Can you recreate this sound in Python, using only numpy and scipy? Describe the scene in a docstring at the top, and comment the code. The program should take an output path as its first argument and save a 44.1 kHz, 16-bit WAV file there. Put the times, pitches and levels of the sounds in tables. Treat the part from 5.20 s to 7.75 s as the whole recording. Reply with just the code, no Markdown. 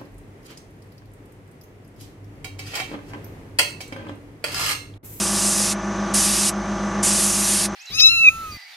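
"""An airbrush close to a camcorder hisses in three trigger pulls, the first already open: shaped noise, gated.
A small piston compressor runs in the same room: its buzz is cosines on multiples of the shaft speed, its motor
hum throbs against the eighth, a thin whine slides on each turn with valve ticks, and rattle is banded noise.
Low rumble comes and goes at the microphone. The camcorder rides its gain slowly, dips every multiple
of 150 Hz and cuts the top steeply. Source levels are those ahead of the camcorder's gain and filters."""
import sys
import numpy as np
from scipy import signal
from scipy.fft import rfft, irfft, next_fast_len
from scipy.io import wavfile
from scipy.ndimage import uniform_filter1d

SR = 44100
rng = np.random.default_rng(int(sys.argv[2]) if len(sys.argv) > 2 else 0)


def dump_mix(stems):
    """Bounce the given channels to the path in sys.argv[1] as a 16-bit WAV at rate SR."""
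    frames = np.atleast_2d(stems).T  # one column per channel
    limited = np.clip(frames, -1, 1)  # hard clip at full scale
    pcm = np.round(limited * 32767).astype(np.int16)
    wavfile.write(sys.argv[1], SR, pcm)


N = 112454
SHAFT_HZ = 25.914   # compressor turns per second
LEFT_RIGHT = np.array([[1], [-1]])


def amp(db):
    """Decibels to gain."""
    return 10 ** (np.asarray(db) / 20)


def rms_one(x):
    """Scale to rms 1."""
    return x / np.sqrt(np.mean(x ** 2) + 1e-20)


def in_time(rows):
    """Columns of a table whose first column is seconds, as curves over the samples."""
    s, *columns = np.transpose(rows)
    return [np.interp(np.arange(N) / SR, s, c) for c in columns]


def at_hz(points, hz):
    """Read a (Hz, value) table on a log frequency axis."""
    p = np.array(points)
    return np.interp(np.log(hz), np.log(np.maximum(p[:, 0], 1)), p[:, 1])


def drift(rate_hz):
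    """Slow random wander of spread 1: noise through two equal lowpass poles at rate_hz."""
    step = 40   # samples between computed points
    pole = np.exp(-2 * np.pi * rate_hz * step / SR)
    white = rng.standard_normal(N // step + 2002)
    slow = signal.lfilter([1], [1, -2 * pole, pole * pole], white)[2000:]   # drop the settling
    return np.interp(np.arange(N) / step, np.arange(len(slow)), rms_one(slow - slow.mean()))


def banded(white, spectrum, width, lead, patchy_db, rate_hz, extra_db):
    """Stereo noise in third-octave bands that flicker apart; rms 1 before the flicker and extra_db."""
    hz = np.maximum(np.fft.rfftfreq(N, 1 / SR), 1)
    mid, side = rfft(white) * amp(at_hz(spectrum, hz)) * (hz > 38)
    pair = mid * np.exp(.5j * LEFT_RIGHT * at_hz(lead, hz))
    pair = pair + amp(at_hz(width, hz)) * side * LEFT_RIGHT
    out = 0
    place = 3 * np.log2(hz / 40)   # third-octaves above 40 Hz
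    for k in range(28):
        overlap = np.clip(1 - abs(place - k), 0, 1)
        band = irfft(pair * overlap, N)
        out = out + band * amp(patchy_db * drift(rate_hz) + extra_db(40 * 2 ** (k / 3)))
    return out / np.sqrt(np.mean(irfft(pair, N) ** 2))


# Low rumble at the microphone. Each row: time in seconds, level in dB rms before the trim.
RUMBLE_LEVELS = [(0.0, -47), (0.11, -40), (0.32, -53), (0.62, -47), (0.81, -48), (0.93, -47), (1.02, -39),
                 (1.86, -40), (2.55, -48)]
RUMBLE_BAND_HZ, RUMBLE_TRIM_DB = (47, 66.5), -10


def rumble():
    """Narrow low noise, the same in both channels, whose level comes and goes."""
    level_db, = in_time(RUMBLE_LEVELS)
    bandpass = signal.butter(2, RUMBLE_BAND_HZ, "band", fs=SR, output="sos")
    low = signal.sosfilt(bandpass, rng.standard_normal(N))
    return amp(level_db + RUMBLE_TRIM_DB) * rms_one(low)


# Spectrum of the machine's noise. 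Each row: frequency in Hz, relative density in dB per Hz.
RATTLE_SPECTRUM = [(40, -13), (70, -13.5), (130, -11), (190, -6), (270, -11.5), (350, -3.5), (440, -10.5),
                   (510, -9), (620, -7), (750, -6.5), (900, -11), (1160, -8), (1400, -11.5), (1740, -12.5),
                   (2200, -15.5), (3200, -19.5), (4500, -25), (6100, -20), (7500, -28), (10500, -39),
                   (11800, -55), (12600, -75)]
# Its stereo width. Each row: frequency in Hz, unrelated side against mid in dB.
RATTLE_SIDE = [(60, -18), (200, -19), (600, -20), (1300, -41), (2500, -18.5), (4000, -12.5), (7000, -10),
               (12000, 2)]
RATTLE_DB, REPEATS_ABOVE_HZ = -34.5, 1900
REPEATS = 0.39   # share of the power in the repeating source, which repeats only in the treble


def rattle():
    """Broad machine noise; in the treble part of it is the same on every shaft turn."""
    looped, fresh, other = rng.standard_normal((3, 2, N))
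    within_turn = (np.arange(N) % (SR / SHAFT_HZ)).astype(int)
    looped = looped[:, within_turn]
    high = np.fft.rfftfreq(N, 1 / SR) > REPEATS_ABOVE_HZ
    looped = irfft(np.where(high, rfft(looped), rfft(other)), N)
    white = np.sqrt(REPEATS) * looped + np.sqrt(1 - REPEATS) * fresh
    no_lead = [(1, 0), (2, 0)]
    return amp(RATTLE_DB) * banded(white, RATTLE_SPECTRUM, RATTLE_SIDE, no_lead,
                                   patchy_db=1.0, rate_hz=4.9, extra_db=lambda hz: 0)


# The whine over one turn. Each row: share of the turn, nominal pitch in Hz, peak level in dB before the trim.
WHINE_SLIDE = [(0, 5760, -47), (.1, 5830, -42), (.2, 5900, -52), (.33, 6010, -47), (.44, 6060, -37),
               (.54, 6150, -46), (.66, 6300, -45), (.76, 6420, -41), (.88, 6250, -51), (1, 5760, -47)]
# Near echoes, the first, third.. heard in both channels, the others on the right only.
# Each row: delay in seconds, level against the tone in dB.
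NEAR_ECHOES = [(.0123, -14), (.0113, -11), (.0201, -9), (.0262, -14)]
WHINE_TRIM_DB = 0.6
# Valve ticks over one turn. Each row: share of the turn, typical impulse height in dB before the bandpass.
VALVE_TICKS = [(.11, -36), (.62, -44), (.95, -43)]
TICK_BAND_HZ, TICK_SPREAD_DB = (2500, 9000), 2.0


def valve_ticks():
    """Bandpassed impulses at fixed places in each turn, each of slightly chance height."""
    clicks = np.zeros(N + SR)
    turns = np.arange(int(N / SR * SHAFT_HZ) + 1)
    for share, height_db in VALVE_TICKS:
        at = ((turns + share) / SHAFT_HZ * SR).astype(int)
        clicks[at] = amp(height_db + rng.normal(0, TICK_SPREAD_DB, len(turns)))
    bandpass = signal.butter(4, TICK_BAND_HZ, "band", fs=SR, output="sos")
    return signal.sosfilt(bandpass, clicks[:N] + 1e-18)


def whine():
    """A thin tone that slides up and drops back on every turn, smeared by near echoes, with valve ticks."""
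    lead_in = SR // 10   # samples ahead of the start, so that echoes are already sounding
    turn = np.arange(N + lead_in) / SR * SHAFT_HZ
    share, hz, db = np.transpose(WHINE_SLIDE)
    pitch = np.interp(turn % 1, share, hz)
    # mean pitch on a whole multiple of the shaft speed
    pitch *= np.round(pitch.mean() / SHAFT_HZ) * SHAFT_HZ / pitch.mean()
    level = amp(np.interp(turn % 1, share, db) + WHINE_TRIM_DB)
    tone = level * np.sin(2 * np.pi * np.cumsum(pitch) / SR)
    start = int(int(lead_in / SR * SHAFT_HZ) * SR / SHAFT_HZ)   # skip whole turns

    def echoes(rows):
        return sum(amp(d) * tone[start - int(s * SR):][:N] for s, d in rows)

    left = tone[start:start + N] + echoes(NEAR_ECHOES[::2])
    right = left + echoes(NEAR_ECHOES[1::2])
    return np.array([left, right]) + valve_ticks()


# Compressor buzz. Each row: multiple of the shaft speed, centre level in dB rms.
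BUZZ_ORDERS = [(2, -41.5), (3, -58), (4, -43.5), (6, -38), (7, -44.5), (8, -35), (9, -57.5), (10, -50),
               (11, -55.5), (12, -38.5), (13, -41), (14, -41), (15, -47.5), (16, -60), (17, -50.5),
               (18, -58), (19, -53.5), (20, -52.5), (21, -55), (22, -45), (23, -60), (24, -41), (25, -47),
               (26, -55), (27, -51), (28, -48), (29, -55), (30, -49), (31, -50), (32, -43), (33, -54),
               (34, -51), (35, -57), (36, -54), (37, -45.5), (38, -52), (39, -49.5), (40, -49.5),
               (41, -46.5), (42, -54), (43, -44.5), (44, -50), (45, -40.5), (46, -45), (47, -42),
               (48, -70.5), (49, -49.5), (50, -54), (51, -51), (53, -51.5), (54, -48), (55, -58), (56, -57),
               (57, -45.5), (58, -61), (60, -49), (61, -51), (62, -58.5), (64, -54), (65, -58.5),
               (66, -53.5), (67, -52), (68, -50), (69, -58.5), (70, -53), (76, -52.5), (77, -60),
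               (87, -59.5)]
ORDER_WAVER_DB = .5
ORDER_LEAD_RAD, ORDER_PAN_DB = .14, .6   # random spread of phase and level between left and right
HUM_HZ, HUM_DB, HUM_DEPTH = 200.06, -30, 0.23   # dB rms without the swell
HUM_PEAK_TURN = 0.59   # share of the turn where the hum is loudest
THROB_S = .132   # moment when hum and eighth multiple are in step, apart from the left-right lead
# Steady tones beside the shaft multiples. Each row: frequency in Hz, level in dB rms.
STEADY_TONES = [(100.04, -57), (138.6, -55), (190.66, -66), (329.26, -50), (346.48, -48), (381.22, -55.5)]


def buzz_and_hum():
    """Shaft multiples as cosines; the motor hum swells once a turn and beats with the eighth multiple."""
    t = np.arange(N) / SR
    half = LEFT_RIGHT / 2
    out = 0
    chances = rng.standard_normal((len(BUZZ_ORDERS), 3))
    for (order, db), (start, lead, pan) in zip(BUZZ_ORDERS, chances):
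        if order == 8:
            start = 0
        phase = 2 * np.pi * (order * SHAFT_HZ * (t - THROB_S) + start)
        level = amp(db + ORDER_WAVER_DB * drift(1.6) + half * pan * ORDER_PAN_DB)
        out = out + level * np.cos(phase + half * lead * ORDER_LEAD_RAD)
    swell = 1 + HUM_DEPTH * np.cos(2 * np.pi * (SHAFT_HZ * t - HUM_PEAK_TURN))
    out = out + amp(HUM_DB) * swell * np.cos(2 * np.pi * HUM_HZ * (t - THROB_S))
    for hz, db in STEADY_TONES:
        out = out + amp(db) * np.cos(2 * np.pi * hz * t + rng.uniform(0, 2 * np.pi))
    return np.sqrt(2) * out   # rms to peak


# Trigger pulls. Each row: opens in seconds, closes in seconds.
TRIGGER_PULLS = [(-.1, 0.5284), (0.934, 1.295), (1.824, 2.460)]
OPEN_S, CLOSE_T60_S, TAIL_DB, TAIL_T60_S = 0.0085, 0.017, -45, .08


def trigger_gate():
    """Each pull opens as a squared ramp and falls fast on closing, over a faint slower tail."""
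    t = np.arange(N) / SR
    gate = 0
    for opens, closes in TRIGGER_PULLS:
        after = np.maximum(t - closes, 0)
        tail = (after > 0) * amp(TAIL_DB - 60 * after / TAIL_T60_S)
        fall = amp(-60 * after / CLOSE_T60_S) + tail
        gate = gate + np.clip((t - opens) / OPEN_S, 0, 1) ** 2 * fall
    return gate


# Air flow, one list a pull. Each row: time in seconds, level in dB, then the low hiss, the top and the middle
# in dB, of which only the change about the column's mean over time is used.
AIR_FLOW = [
    [(0, -21.5, -12.5, -5, -10), (.1, -23.5, -13, -6, -6.5), (.23, -20, -12.5, -5, -7.5),
     (.3, -19.5, -14.5, -5, -10), (.42, -20.5, -12, -5, -7), (.52, -21, -10.5, -7, -9.5)],
    [(.944, -18.5, -13.5, -5.5, -8), (1.03, -18.5, -13.5, -4.5, -7.5), (1.17, -19, -11, -6, -7),
     (1.23, -18, -13, -5.5, -8), (1.29, -17.5, -12.5, -5, -9)],
    [(1.834, -18, -15.5, -7, -11.5), (1.9, -18, -14, -8.5, -9.5), (2.05, -19, -13.5, -4, -10),
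     (2.19, -19, -14.5, -5, -11), (2.32, -17, -12.5, -4, -10.5), (2.455, -19.5, -10.5, -3, -6.5)],
]
# Jet spectrum. Each row: frequency in Hz, relative density in dB per Hz.
JET_SPECTRUM = [(1000, -35), (1700, -10), (2330, -12), (2560, -7.5), (3240, -10), (3960, -8), (4360, -8),
                (4880, -4.5), (6280, -2), (7950, -1.5), (9460, 1), (11500, -8.5), (13600, -29.5)]
# Jet balance. Each row: frequency in Hz, left minus right in dB.
JET_LEFT_OVER_RIGHT = [(2000, -3.5), (4000, -1), (5500, 1.3), (6800, -4), (8000, -2), (10000, 1.5),
                       (13000, 0)]
# Jet stereo width. Each row: frequency in Hz, unrelated side against mid in dB.
JET_SIDE = [(1200, -30), (2200, -55), (4000, -58), (5500, -20), (7000, -17), (9500, -20), (13000, -23)]
# Jet phase between the channels. Each row: frequency in Hz, lead of the left in radians.
JET_LEFT_LEAD = [(0, 0.13), (6370, -0.0), (7320, 0.2), (7670, 0.53), (9130, 0.36), (11500, 0.6),
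                 (12000, -0.0), (13400, 0.0)]
JET_LOW_HZ, JET_MID_HZ, JET_TOP_HZ, JET_FLOOR_HZ = 4500, 6100, 8500, 1200


def airbrush():
    """Bright air-jet noise close to the microphone, its tone shifting with the flow, gated by the trigger."""
    level_db, low_db, top_db, mid_db = in_time(np.concatenate(AIR_FLOW))

    def tilt(hz):
        low = (hz < JET_LOW_HZ) * (low_db - low_db.mean())
        middle = (JET_LOW_HZ <= hz < JET_MID_HZ) * (mid_db - mid_db.mean())
        top = (hz > JET_TOP_HZ) * (top_db - top_db.mean())
        return low + middle + top + at_hz(JET_LEFT_OVER_RIGHT, hz) / 2 * LEFT_RIGHT

    jet = banded(rng.standard_normal((2, N)), JET_SPECTRUM, JET_SIDE, JET_LEFT_LEAD,
                 patchy_db=0.85, rate_hz=5.2, extra_db=tilt)
    jet = signal.sosfilt(signal.butter(2, JET_FLOOR_HZ, "high", fs=SR, output="sos"), jet)
    return jet * trigger_gate() * amp(level_db)


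MACHINE_PAN_DB = 0.2   # left over right


def scene():
    """Compressor nearly in the middle, airbrush close by."""
    machine = buzz_and_hum() + whine() + rumble()
    machine = machine * amp(LEFT_RIGHT * MACHINE_PAN_DB / 2)
    return machine + rattle() + airbrush()


GAIN_ATTACK_S, GAIN_RELEASE_S, SENSE_HZ = .2, 0.51, 302
GAIN_SLOPE, GAIN_MID_DB = 0.62, -19   # dB of gain taken per dB of level above the middle
NOTCH_SAMPLES, NOTCH_ZERO, NOTCH_POLE = 294, .8, .39   # 294 samples are one cycle of 150 Hz
CUTOFF_HZ = 13800


def automatic_gain_db(dry):
    """Gain that follows the smoothed level above the bass, quicker to turn down than up."""
    hop = 256
    highpass = signal.butter(1, SENSE_HZ, "high", fs=SR, output="sos")
    sensed = signal.sosfilt(highpass, dry.mean(axis=0))
    level = 10 * np.log10(uniform_filter1d(sensed ** 2, size=2048)[::hop] + 1e-9)
    held = [level[0]]
    for db in level:
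        time_s = GAIN_ATTACK_S if db > held[-1] else GAIN_RELEASE_S
        held.append(held[-1] + (db - held[-1]) * hop / SR / time_s)
    smooth = np.interp(np.arange(N) / hop, np.arange(len(level)), held[1:])
    return -GAIN_SLOPE * (smooth - GAIN_MID_DB)


def record(dry):
    """The camcorder: slow gain control, comb of dips with unity gain midway between, steep top cut."""
    size = next_fast_len(N + SR // 4)
    z = np.exp(-2j * np.pi * NOTCH_SAMPLES * np.fft.rfftfreq(size))   # delay of one comb cycle
    comb = (1 - NOTCH_ZERO * z) / (1 - NOTCH_POLE * z)
    comb = comb * (1 + NOTCH_POLE) / (1 + NOTCH_ZERO)
    wet = irfft(rfft(dry * amp(automatic_gain_db(dry)), size) * comb, size)[:, :N]
    return signal.sosfilt(signal.ellip(10, 1, 60, CUTOFF_HZ, fs=SR, output="sos"), wet)


dry = scene()
out = record(dry)
dump_mix(out)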